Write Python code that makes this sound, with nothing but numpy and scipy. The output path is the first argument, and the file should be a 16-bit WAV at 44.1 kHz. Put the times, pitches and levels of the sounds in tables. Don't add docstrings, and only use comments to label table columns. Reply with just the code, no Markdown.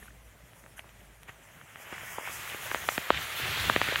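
import sys
import numpy as np
from scipy import signal
from scipy.fft import rfft, irfft
from scipy.io import wavfile
from scipy.ndimage import uniform_filter1d, map_coordinates

SR = 44100
rng = np.random.default_rng(int(sys.argv[2]) if len(sys.argv) > 2 else 0)


def magnitude_from_level(level_db):
    exponent = np.asarray(level_db, float) / 20
    return 10 ** exponent


def materialize(psi):
    bounded = np.clip(np.atleast_2d(psi).T, -1, 1)
    quanta = np.round(bounded * 32767).astype(np.int16)
    wavfile.write(sys.argv[1], SR, quanta)


N = 176400

# f/Hz, level/dB per Hz
SMALL_FLAME_COLOUR = [(120, -41), (250, -16.5), (650, -6.5), (1950, 1), (3300, -7), (3900, -28),
                      (4800, -40), (7000, -15)]


def unit(x):
    return x / np.sqrt(np.mean(x ** 2) + 1e-20)


def curves(rows):
    s, *cols = np.transpose(rows)
    return [np.interp(np.arange(N) / SR, s, c) for c in cols]


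def wobble(rate):
    knots = rng.standard_normal(int(N * 60 / SR) + 9)
    return map_coordinates(knots, [np.arange(N) * min(rate, 60) / SR])


def rush(spectrum, patchy_db):
    z = signal.stft(rng.standard_normal(N), nperseg=512)[2]
    patches = uniform_filter1d(rng.standard_normal(z.shape), size=7, axis=0)
    patches = uniform_filter1d(patches, size=7, axis=1)
    x = signal.istft(z * magnitude_from_level(patchy_db * unit(patches)), nperseg=512)[1][:N]
    f, db = np.transpose([(spectrum[0][0] / 2, -90), *spectrum, (spectrum[-1][0] * 1.3, -90)])
    hz = np.fft.rfftfreq(N, 1 / SR)
    colour = magnitude_from_level(np.interp(np.log(hz + 1), np.log(f + 1), db))
    return unit(irfft(rfft(x) * colour, N))


def add(track, s, piece):
    i = max(round(s * SR), 0)
    track[i:i + len(piece)] += piece[:len(track) - i]


def wavelet(t, hz, cycles, sag=0):
    bend = sag / cycles ** 2 + 1e-3
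    turns = (1 - np.exp(-bend * np.clip(hz * t, -4, 9))) / bend
    envelope = np.exp(-(turns / (.6 * cycles)) ** 4 - (hz * t / (1.1 * cycles)) ** 2)
    return envelope * np.cos(2 * np.pi * turns + .2)


def field():
    # f/Hz, level/dB per Hz
    air_colour = [(18, -22), (30, -10), (59, -23), (88, -8), (124, -7), (364, -17.5), (600, -12.5),
                  (913, -18.5), (16000, -47)]
    # t/s, firing f/Hz, level/dB
    engine_drone = [(0, 56.5, -58), (.06, 56.2, -56.5), (.29, 54, -54), (.35, 55, -69), (.44, 56.4, -56),
                    (.52, 56.4, -70), (.62, 54.8, -60), (1.04, 54.8, -57), (1.4, 54.3, -65),
                    (1.55, 53, -69), (2.2, 54.7, -78)]
    t = np.arange(N) / SR
    hz, db = curves(engine_drone)
    throb_db = 2.5 * np.sin(2 * np.pi * 12 * t)
    level = magnitude_from_level(db + 2 * wobble(17) + throb_db) * np.sqrt(2)
    drone = level * np.sin(2 * np.pi * np.cumsum(hz + 3 * wobble(12)) / SR)
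    hum_hz = 113.3 + 9 * wobble(14)
    hum = magnitude_from_level(-68 + 4 * wobble(15)) * np.sin(2 * np.pi * np.cumsum(hum_hz) / SR)
    return magnitude_from_level(-60) * rush(air_colour, patchy_db=2.2) + drone + hum


def pops():
    # t/s, peak level/dB, crack f/Hz,
    # length/cycles, thump over the crack/dB
    gas_pockets = [(0.029, -42.5, 1820, 9.3, 7), (0.083, -43, 1480, 6.1, -27), (.640, -40.5, 1620, 1.5, -3),
                   (.663, -37.5, 1610, 1.2, -15), (.7946, -28.5, 2470, 2.16, -27),
                   (1.2936, -32, 1910, 0.94, -7), (1.7588, -30.5, 1696, 1.35, -36),
                   (1.9317, -30.5, 1150, 1.8, -1), (1.981, -29.5, 1730, 1.7, -38),
                   (2.1852, -20.5, 960, 1.03, -10), (2.2763, -28, 1200, 1.6, -7),
                   (2.547, -24.5, 1100, 0.7, -3), (2.7164, -19, 1320, 1.23, -8),
                   (2.7468, -10.5, 1500, 0.87, -17), (2.8888, -8.5, 1420, 1, -28),
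                   (2.9806, -22, 1920, 1.2, 11), (3.1048, -3.5, 1070, 1.12, -8.5),
                   (3.1459, -17, 2510, 1.06, -41), (3.4, -24.5, 1400, 0.78, -2),
                   (3.6991, -7.5, 1310, 1.3, -8), (3.7625, -8.5, 1940, 1.36, 1.5),
                   (3.8160, -6, 1740, 0.93, -13), (3.8873, -18.5, 1800, 2.3, 2),
                   (3.9596, -14.5, 1500, 1.4, -14),
                   (0.534, -42, 1700, 1.3, -4), (0.7812, -43.5, 1680, 5.8, -16), (.844, -43, 900, 1.7, 3),
                   (1.286, -36, 1700, 0.66, -8), (1.614, -35.5, 1600, 1.7, -26),
                   (1.9262, -30, 1500, 1.6, 7), (2.296, -36, 810, 1.3, 5), (2.66, -41, 600, 5.5, -6),
                   (2.759, -32.5, 570, 2.3, -1), (3.162, -36, 2300, 1.5, -20),
                   (3.175, -20.5, 2400, 1.7, -24), (3.574, -25, 920, 0.87, -3),
                   (3.879, -26.5, 1500, 3.1, -20), (3.925, -26.5, 520, 2, -25)]
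    # t/s, peak level/dB, crack f/Hz, length/cycles
    chained_pockets = [(.058, -42, 1300, 1.2), (.107, -48, 1800, 5), (.7935, -44.5, 720, 3.1),
                       (.806, -45, 2000, 3), (.7925, -36, 2000, 1.8), (1.008, -51.5, 2920, 6),
                       (1.2964, -47, 125, 1.8), (2.197, -34, 1000, 1.7), (2.212, -35, 900, 1.2),
                       (2.777, -27.5, 2000, 1.6), (2.477, -29.5, 1900, 2.2), (2.5, -29, 3000, 3.2),
                       (3.642, -21.5, 1700, 1), (.893, -42, 2700, 1.5), (1.943, -33, 1720, 2),
                       (2.0103, -31.5, 1810, 2.1), (2.1830, -25, 1100, 0.76), (2.1841, -37, 1150, 1.5),
                       (2.2750, -27.5, 1160, 1.5), (2.7146, -20, 1920, 1.4), (2.8904, -12, 2300, 0.85),
                       (2.9794, -11, 2170, 0.9), (2.9821, -31, 1700, 2.9), (3.1066, -17, 600, 0.75),
                       (3.1496, -31, 2500, 1), (3.457, -32, 1000, 0.8), (3.6973, -13, 1500, 0.7),
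                       (3.6984, -16, 1910, 1.3), (3.7641, -13.5, 1080, 0.81), (3.815, -24, 1700, 1.3),
                       (3.9585, -11.5, 2920, 1.8), (3.9601, -18, 1700, 0.65)]
    # t/s, peak level/dB
    wood_ticks = [
        (1.2329, -37.5),
        (1.489, -48),
        (3.366, -31),
    ]
    thump_s, thump_slows = 0.00051, 2.41
    thump_fades, thump_dies_s = 0.65, 0.0059
    sputter_db, sputter_s = -15, .0015
    sheet_db, sheet_s = -19, .0032
    top_hz = 4300

    out, ticks, t = np.zeros(N), np.zeros(N), np.arange(-300, 900) / SR
    rags = rush(SMALL_FLAME_COLOUR, patchy_db=0.0)
    chained = [(*pocket, -60) for pocket in chained_pockets]
    for s, db, hz, cycles, thump_db in [*gas_pockets, *chained]:
        grown = 1 + np.clip(t - 0.83 / hz, 0, None) / thump_s
        swing = -np.sin(np.pi * np.log(grown) / np.log(thump_slows))
        thump = swing * grown ** -thump_fades * np.exp(-abs(t) / thump_dies_s)
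        snap = magnitude_from_level(-13) * np.clip((db + 14) / 7, 0, 1) * wavelet(t + .2 / hz, 3500, 1.8 * cycles)
        crack = wavelet(t, hz, cycles, sag=1.05) + snap
        crack = crack + magnitude_from_level(sheet_db) * np.roll(crack, round(sheet_s * SR))
        ragged = magnitude_from_level(sputter_db) * np.clip(cycles - 1, .1, 1) * np.exp(-abs(t) / sputter_s)
        rag = ragged * rags[round(s * SR):][:len(t)]
        add(out, s + t[0], magnitude_from_level(db) * (crack + 0.59 * magnitude_from_level(thump_db) * thump + rag))
    for s, db in wood_ticks:
        tick = wavelet(t, 2170, 1.0) + 0.81 * wavelet(t, 7500, 1.3) + .5 * wavelet(t, 13400, 3.3)
        add(ticks, s + t[0], magnitude_from_level(db) * tick)
    dull = np.sqrt(1 + (np.fft.rfftfreq(N, 1 / SR) / top_hz) ** 8)
    return ticks + irfft(rfft(out) / dull, N)


def jets():
    # t/s, level/dB
    jet_strength = [(1.1, -66), (1.74, -61), (1.79, -57.5), (2.19, -50.5), (2.27, -48.5), (3.0, -50),
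                    (3.6, -47), (3.95, -48.5)]
    # t/s, swell/dB, half length/s, extra swell of the thin top/dB
    group_surges = [(1.824, 5, 0.025, -2.5), (1.958, 6, .04, -7), (2.106, 3.5, 0.047, -1.5),
                    (2.185, -1.5, 0.025, -6), (2.35, 8, 0.039, -2.5), (2.494, 4, 0.022, -0.5),
                    (2.65, 2, 0.056, 1), (2.747, 5, 0.064, -3), (2.928, 7.5, 0.073, -1),
                    (3.067, -1.5, 0.03, 3.5), (3.223, 5, 0.031, 0.5), (3.387, -1, 0.049, 6.5),
                    (3.632, 4, 0.19, 0), (4.0, 5, 0.036, 2)]
    # end t/s, length/s, level/dB, share of low splutter
    head_flares = [
        (.06, .12, -57, .5),
        (.60, .06, -62, .2),
        (.796, .036, -54, .3),
        (1.015, .03, -65, .3),
        (1.298, .026, -48, .97),
    ]
    many_colour = [(2820, -77), (4800, -2.5), (6660, 2.5), (8700, 0), (10500, 0.5), (11300, 3), (14400, -1),
                   (15700, 0)]
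    single_colour = [(4800, -11), (5800, -2.5), (6900, -2.5), (8700, -2.5), (11500, -2.5), (13200, -6),
                     (15800, -8.5)]
    flare_colour = [(5000, -20), (6500, -5.5), (8500, -7), (10200, -3), (11600, 0), (12800, -10),
                    (13600, -16), (15800, -19)]

    level_db, = curves(jet_strength)
    t, gain, low = np.arange(N) / SR, np.zeros(N), np.zeros(N)
    top_db = np.zeros(N)
    for s, swell_db, half, extra_db in group_surges:
        bump = np.exp(-((t - s) / half) ** 2)
        level_db = level_db + swell_db * bump
        top_db = top_db + extra_db * bump
    for end, length, db, share in head_flares:
        rise = np.clip((t - end + length) / (.4 * length), 0, 1)
        shape = magnitude_from_level(db) * rise * np.exp(-np.clip(t - end, 0, None) / (.2 * length))
        gain = gain + np.sqrt(abs(1 - share)) * shape
        low = low + np.sqrt(abs(share)) * shape

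    many = np.clip((t - 1.72) / .07, 0, 1)
    hiss = np.sqrt(many) * rush(many_colour, patchy_db=1.57)
    hiss = hiss + np.sqrt(1 - many) * rush(single_colour, patchy_db=2.5)
    top = irfft(rfft(hiss) / (1 + (9800 / (np.fft.rfftfreq(N, 1 / SR) + 1)) ** 8), N)
    hiss = hiss + (magnitude_from_level(top_db) - 1) * top
    steady = magnitude_from_level(level_db + 0.57 * wobble(7.17) + 1.1 * wobble(30.09)) * hiss
    flare = gain * rush(flare_colour, patchy_db=2)
    splutter = low * magnitude_from_level(3 * wobble(55)) * rush(SMALL_FLAME_COLOUR, patchy_db=2.5)
    return steady + flare + splutter


def crackle(count):
    draw, t = rng.random((count, 4)), np.arange(-80, 80) / SR
    hz = 1500 * np.exp(1.61 * (draw[:, 1:2] - .6))
    size = magnitude_from_level(-4.5 * np.log(draw[:, 2:3] + .03))
    at = (draw[:, :1] * (N - len(t))).astype(int) + np.arange(len(t))
    grains = size * wavelet(t, hz, 1 + 0.5 * draw[:, 3:])
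    return np.bincount(at.ravel(), grains.ravel(), N)


def flame():
    # t/s, size level/dB, bright edge level/dB
    fire_growth = [(0.0, -60.5, -2), (0.15, -64.5, -16), (1.16, -61.5, -16), (1.69, -55.5, -18),
                   (1.93, -46, -18), (2.1, -44.5, -18), (2.22, -45.5, -19), (2.35, -41.5, -16),
                   (2.5, -42, -15.5), (2.82, -41, -15.5), (3.07, -41, -13.5), (3.14, -37, -8),
                   (3.31, -38.5, -13), (3.37, -36.5, -10), (3.6, -32, -8), (3.78, -33.5, -10),
                   (4.0, -33.5, -13)]
    # f/Hz, level/dB per Hz
    big_colour = [(250, -17), (650, -7.5), (950, -8), (1500, 0), (3400, 0), (4400, -6.5), (5100, -14),
                  (8000, -23)]
    # f/Hz, level/dB per Hz
    flutter_colour = [(18, -40), (30, -15), (75, -1.5), (143, -3), (268, -21), (400, -11.5), (520, -48),
                      (880, -120)]
    full_db = -33
    dull_db, bright_db = -18.5, -7

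    size_db, edge_db = curves(fire_growth)
    big = np.clip((edge_db - dull_db) / (bright_db - dull_db), 0, 1)
    roar = np.sqrt(1 - big) * rush(SMALL_FLAME_COLOUR, patchy_db=1.5)
    roar = roar + np.sqrt(big) * rush(big_colour, patchy_db=1.1)
    flicker_db = .5 * wobble(8) + 1.0 * wobble(30)
    roar = magnitude_from_level(size_db + flicker_db) * (roar + magnitude_from_level(-7.5) * crackle(count=420))
    lumps = unit(magnitude_from_level(3.5 * wobble(16)) * rush(flutter_colour, patchy_db=1.5))
    flutter_db = full_db - 8.5 + 1.54 * (size_db - full_db)
    return roar + magnitude_from_level(flutter_db) * lumps


def scene():
    return (field() + pops() + jets() + flame())[None]


def roll_off(x):
    return signal.sosfilt(signal.butter(12, 16330, fs=SR, output="sos"), x)


def record(dry):
    hz = np.fft.rfftfreq(N, 1 / SR)
    gain = (hz < 15850) / np.sqrt(1 + (48 / (hz + 1)) ** 8)
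    return roll_off(irfft(rfft(dry) * gain, N))


dry = scene()
out = record(dry)
materialize(out)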